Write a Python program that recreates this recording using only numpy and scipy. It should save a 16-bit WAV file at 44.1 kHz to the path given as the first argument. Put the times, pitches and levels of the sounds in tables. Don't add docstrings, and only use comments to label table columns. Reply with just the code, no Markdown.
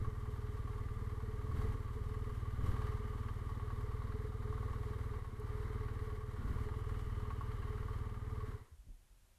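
import sys
import numpy as np
from scipy import signal
from scipy.fft import rfft, irfft, next_fast_len
from scipy.io import wavfile
from scipy.ndimage import map_coordinates

SR = 44100
rng = np.random.default_rng(int(sys.argv[2]) if len(sys.argv) > 2 else 0)


def materialize(psi):
    bounded = np.clip(np.atleast_2d(psi).T, -1, 1)
    quanta = np.round(bounded * 32767).astype(np.int16)
    wavfile.write(sys.argv[1], SR, quanta)


N = 413658

# time_s, turns_per_s
IDLE_SPEED = [(0.0, 19.2), (1.33, 18.84), (1.55, 20.1), (1.8, 18.48), (2.07, 19.6), (2.47, 18.8),
              (2.6, 19.47), (3.92, 18.85), (4.18, 20.57), (4.3, 19.21), (5.01, 20.06), (5.31, 17.06),
              (5.58, 19.87), (6.16, 18.13), (6.3, 19.84), (6.42, 17.58), (6.73, 19.78), (7.67, 18.72),
              (7.79, 19.98), (8.06, 18.44), (8.26, 19.77), (8.5, 17.75)]
# time_s, accent_db
LIMP = [(0, 6), (2.4, 1), (2.8, 0), (3.5, 5), (4.8, 2), (5.4, 0.5), (6.4, 0.5), (7.2, -3.5), (8.5, -1)]
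STANDSTILL_S, COAST_S = 8.85, 0.33

def engine():
    coast = np.clip((STANDSTILL_S - np.arange(N) / SR) / COAST_S, 0, 1)
    turns = np.cumsum(curve(IDLE_SPEED) * coast) / SR - 0.31
    force = amp(curve(LIMP) * cylinder(turns))
    effort_db = effort()
    drive = lambda follow, fade: amp(follow * effort_db) * coast ** fade
    return (drive(follow=1, fade=3.7) * exhaust(turns)
            + drive(follow=0.87, fade=3.7) * airbox(turns)
            + drive(follow=1.1, fade=2.3) * rattle(turns, force)
            + drive(follow=1.26, fade=2.3) * rush(turns)
            + drive(follow=0.4, fade=5.7) * knock(turns, force)
            + drive(follow=0.4, fade=5.7) * gear_whine(turns))


# start_s, length_s, effort_db
SURGES = [(0.106, 0.056, -2.5), (1.538, 0.16, 4.5), (1.738, 0.066, -2), (2.627, 0.25, 4),
          (4.28, 0.04, -2.5), (4.4, 0.37, 0.9), (5.19, 0.2, -3), (6.163, 0.1, -2.5), (6.47, 0.15, 2),
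          (6.88, 0.091, 1.9), (8.07, 0.15, -2.3)]
SURGE_ATTACK_S, SURGE_RELEASE_S = 0.014, 0.074

def effort():
    t = np.arange(N) / SR
    rise = lambda age: 1 - np.exp(-np.maximum(age, 0) / SURGE_ATTACK_S)
    ebb = lambda age: np.exp(-np.maximum(age, 0) / SURGE_RELEASE_S)
    return sum(db * rise(t - start) * ebb(t - start - length) for start, length, db in SURGES)


# pitch_hz, width_hz, gain_db
SILENCER_MODES = [(208.2, 46, 2), (239, 58, 2.5), (366, 170, -13)]
# freq_hz, gain_db
THUMP_EQ = [(19, -22), (38, -41), (58, -0.5), (77, 1), (96, -.5), (116, 0.5), (135, -11), (155, -24.5),
            (200, -49)]
# freq_hz, gain_db
RUMBLE_EQ = [(18, 7), (32, -4.5), (65, 3.5), (110, 1.5), (170, -11.5), (250, -11.5), (350, -20.5),
             (600, -29), (1200, -56.5)]

def exhaust(turns):
    crack = pulses(turns, angle=0.96, scatter_db=1, jitter_s=0.0001)
    flow = noise_bursts(crack, t60_s=0.35)
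    bark = resonate(crack, SILENCER_MODES) + resonate(flow, SILENCER_MODES)
    gas = pulses(turns, angle=0.215, scatter_db=0.6, jitter_s=0.00008)
    lag = lambda hz: np.exp(-1.6j / (1 + (hz / 62) ** 8))
    pipe = lambda hz: eq_gain(THUMP_EQ, hz) * lag(hz) / (1 + (hz / 300) ** 4)
    thump = -unit_rms(filtered(gas, pipe))
    shake = np.cos(4 * np.pi * (turns - 0.4)) * amp(1.2 * wobble(8))
    rumble = noise(RUMBLE_EQ)
    return amp(-43) * (amp(0.47) * thump + amp(-1.5) * shake + amp(-18.5) * bark + amp(-9) * rumble)


# pitch_hz, width_hz, gain_db
AIRBOX_MODES = [(424.3, 9.4, 2), (450, 37, -11), (506, 10.6, -15)]
# time_s, gain_db
RING_FADER = [(0, -59), (1.3, -55.5), (2.2, -55), (2.9, -58), (4.4, -54), (5.7, -55), (6.9, -56),
              (8.4, -57.5)]
RING_DIPS = [1.83, 2.52, 3.27, 3.57, 5.32, 6.47, 7.1, 7.44, 8.0]
DIP_DB, DIP_HALF_LENGTH_S = -8, 0.083

def airbox(turns):
    gulps = pulses(turns, angle=0.1, scatter_db=0.6, jitter_s=0.0001) * amp(-1.8 * cylinder(turns))
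    draught = noise_bursts(gulps, t60_s=0.25)
    ring = amp(-2.3) * resonate(gulps, AIRBOX_MODES) + amp(-6.5) * resonate(draught, AIRBOX_MODES)
    dips_db = DIP_DB * sum(swell(centre, DIP_HALF_LENGTH_S) for centre in RING_DIPS)
    return amp(curve(RING_FADER) + dips_db) * ring


# angle_turns, gain_db
VALVE_TICKS = [(.55, -6.5), (.62, -4.5), (0.9, -13), (0.12, -8.5)]
# pitch_hz, width_hz, gain_db
CASE_MODES = [(741, 24, -9), (879, 38, -5.5), (1109, 31.8, 7), (1360, 140, -6.5), (1634, 81, -6.5),
              (1870, 45, -7), (2110, 210, -13.5), (2890, 220, -22.5), (3160, 31, -14.5), (3870, 150, -30),
              (4090, 120, -26), (4580, 63, -21.5)]
# freq_hz, gain_db
CHURN_EQ = [(250, -18.5), (420, 10.5), (590, -10), (800, -4), (1050, 2.5), (1350, -3.5), (1730, -6),
            (1950, -3), (2220, -8.5), (2520, -22.5), (3050, -15), (3380, -23.5), (3800, -18.5),
            (6000, -31.5)]
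# time_s, gain_db
RATTLE_FADER = [(0, -64.5), (2.3, -64.5), (3.1, -63), (4.4, -64), (5.6, -61), (7.0, -64), (7.6, -62),
                (8.5, -63.5)]

def rattle(turns, force):
    ticks = sum(amp(db) * pulses(turns, angle, scatter_db=3, jitter_s=0.00043)
                for angle, db in VALVE_TICKS)
    scrape = resonate(noise_bursts(np.sqrt(force) * ticks, t60_s=0.056), CASE_MODES)
    return amp(curve(RATTLE_FADER)) * (amp(0.5) * scrape + amp(4.5) * noise(CHURN_EQ))


# centre_s, half_length_s, boost_db
KNOCK_SPELLS = [(0.34, .08, 3), (1.66, 0.083, 2), (2.844, 0.25, 7), (3.705, 0.23, 6), (4.62, 0.34, 8),
                (6.716, 0.095, 6), (7.418, .22, 7.5), (8.15, .2, 4.5)]

def knock(turns, force):
    blows = force * pulses(turns, angle=0.565, scatter_db=1, jitter_s=0.0001)
    slap = noise_bursts(blows, t60_s=0.017)
    oil = lambda hz: 1 / (1 + 1j * hz / 1000) ** 3
    case_ring = lambda hit: resonate(filtered(hit, oil), CASE_MODES)
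    boost_db = sum(db * swell(centre, half_length) for centre, half_length, db in KNOCK_SPELLS)
    return amp(-68 + boost_db) * (amp(-0.5) * case_ring(blows) + amp(-6.5) * case_ring(slap))


# freq_hz, gain_db
COVER_EQ = [(850, -14), (1090, 4.5), (1215, 6), (1290, -17.5), (1600, -25)]
# time_s, gain_db
WHINE_FADER = [(0, -65.5), (2.4, -64.5), (2.9, -59.5), (3.6, -65), (4.5, -64), (6.4, -65), (8.4, -62.5)]
GEAR_TEETH, CRANK_SWING = 61, 0.043

def gear_whine(turns):
    stroke = 2 * np.pi * (turns - 0.08)
    mesh_phase = GEAR_TEETH * (2 * np.pi * turns + CRANK_SWING * np.sin(stroke))
    backlash = 0.25 * wobble(80)
    pressure = amp(4.5 * np.cos(stroke) + 1.4 * wobble(22))
    whine = filtered(pressure * np.sin(mesh_phase + backlash), lambda hz: eq_gain(COVER_EQ, hz))
    return amp(curve(WHINE_FADER)) * unit_rms(whine)


# freq_hz, gain_db
RUSH_EQ = [(2000, -7), (3200, 10.5), (4500, 5), (6300, 2), (8000, 3), (12500, 0.5), (14300, -4.5)]

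def rush(turns):
    swell_db = 1.3 * np.cos(4 * np.pi * (turns - 0.66)) + 1.3 * np.cos(2 * np.pi * (turns - 0.75))
    return amp(-74.5) * unit_rms(noise(RUSH_EQ) * amp(swell_db + 1.47 * wobble(23)))


# start_s, gain_db, pitch_hz, t60_s
SHUDDERS = [(8.716, -48.5, 73.4, 0.13), (8.786, -48, 49, 0.12), (8.89, -47, 33.4, 0.25),
            (9.1, -62, 42.3, 0.43)]
SHUDDER_ATTACK_S, SHUDDER_MAKEUP_DB = 0.014, 9

def shudders():
    rocking = np.zeros(N)
    for start, db, hz, t60 in SHUDDERS:
        age = np.maximum(np.arange(N) / SR - start, 0)
        attack = 1 - np.exp(-age / SHUDDER_ATTACK_S)
        decay = amp(-60 * age / t60)
        rocking += amp(db + SHUDDER_MAKEUP_DB) * attack * decay * np.sin(2 * np.pi * hz * age)
    return rocking


# centre_s, half_length_s, level_db
BUFFETS = [(0.038, 0.069, -40.5), (1.5, 0.077, -44.5), (1.66, 0.19, -48.5), (2.657, 0.081, -37.5),
           (6.486, 0.097, -40), (8.897, 0.04, -55.5)]

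def buffets():
    envelope = sum(amp(db) * swell(centre, half_length) for centre, half_length, db in BUFFETS)
    return envelope * noise(RUMBLE_EQ)


# centre_s, half_length_s, level_db, pitch_hz, width_hz
WHISTLES = [(.55, 0.57, -83, 3040, 200), (2.8, 0.99, -76, 2990, 220), (4.4, 1, -81, 3740, 300),
            (6.48, 0.085, -62.5, 1425, 35), (7.3, 0.84, -75, 2960, 220)]

def whistle(centre_s, half_length_s, level_db, pitch_hz, width_hz):
    band = signal.iirpeak(pitch_hz, pitch_hz / width_hz, SR)
    tone = signal.lfilter(*band, rng.standard_normal(N))
    return amp(level_db) * swell(centre_s, half_length_s) * unit_rms(tone)


def click(start_s, level_db, t60_s):
    age = np.arange(N) / SR - start_s
    envelope = (age > 0) * amp(level_db - 60 * np.abs(age) / t60_s)
    return envelope * noise([(2500, -21), (8000, 0), (14000, 0)])


def cylinder(turns):
    return 1 - 2 * (np.floor(turns) % 2)


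def pulses(turns, angle, scatter_db, jitter_s):
    passes = np.flatnonzero(np.diff(np.floor(turns - angle)) > 0)
    size, late = rng.standard_normal((len(passes), 2)).T
    onsets = np.clip(np.round(passes + late * jitter_s * SR).astype(int), 0, N - 1)
    return np.bincount(onsets, amp(scatter_db * size), N)


def noise_bursts(impulses, t60_s):
    decay = np.exp(-np.log(1000) / (t60_s * SR))
    return signal.lfilter([1], [1, -decay], impulses) * rng.standard_normal(N)


def resonate(x, modes):
    def body(hz):
        return sum((-1) ** k * amp(db) * 1j * hz * width / (pitch ** 2 - hz ** 2 + 1j * hz * width)
                   for k, (pitch, width, db) in enumerate(modes))
    return unit_rms(filtered(x, body))


def noise(eq):
    return unit_rms(filtered(rng.standard_normal(N), lambda hz: eq_gain(eq, hz)))


def filtered(x, response):
    size = 2 * next_fast_len(N // 2 + SR // 2)
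    return irfft(rfft(x, size) * response(np.fft.rfftfreq(size, 1 / SR)), size)[:N]


def eq_gain(eq, hz):
    freqs, db = np.transpose(eq)
    return amp(np.interp(np.log(hz + 1), np.log(freqs + 1), db))


def curve(points):
    return np.interp(np.arange(N) / SR, *np.transpose(points))


def wobble(rate_hz):
    knots = rng.standard_normal(int(N * rate_hz / SR) + 4)
    return map_coordinates(knots, [np.arange(N) * rate_hz / SR])


def swell(centre_s, half_length_s):
    return np.exp(-np.clip((np.arange(N) / SR - centre_s) / half_length_s, -10, 10) ** 2)


def amp(db):
    return 10 ** (np.asarray(db) / 20)


def unit_rms(x):
    return x / np.sqrt(np.mean(x ** 2) + 1e-20)


def scene():
    mix = engine() + shudders() + buffets()
    mix += sum(whistle(*row) for row in WHISTLES)
    mix += click(start_s=5.3976, level_db=-60, t60_s=0.031)
    return mix[None]


# freq_hz, gain_db
FLOOR_EQ = [(12, -11.5), (20, 6), (85, -5), (161, -18), (455, -24.5), (536, -24), (3190, -30), (4940, -32),
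            (5510, -31), (11600, -31), (14000, -37.5)]
BAND_LIMIT_HZ = 14300

def record(dry):
    return filtered(dry[0] + amp(-67) * noise(FLOOR_EQ), lambda hz: hz < BAND_LIMIT_HZ)[None]


dry = scene()
out = record(dry)
materialize(out)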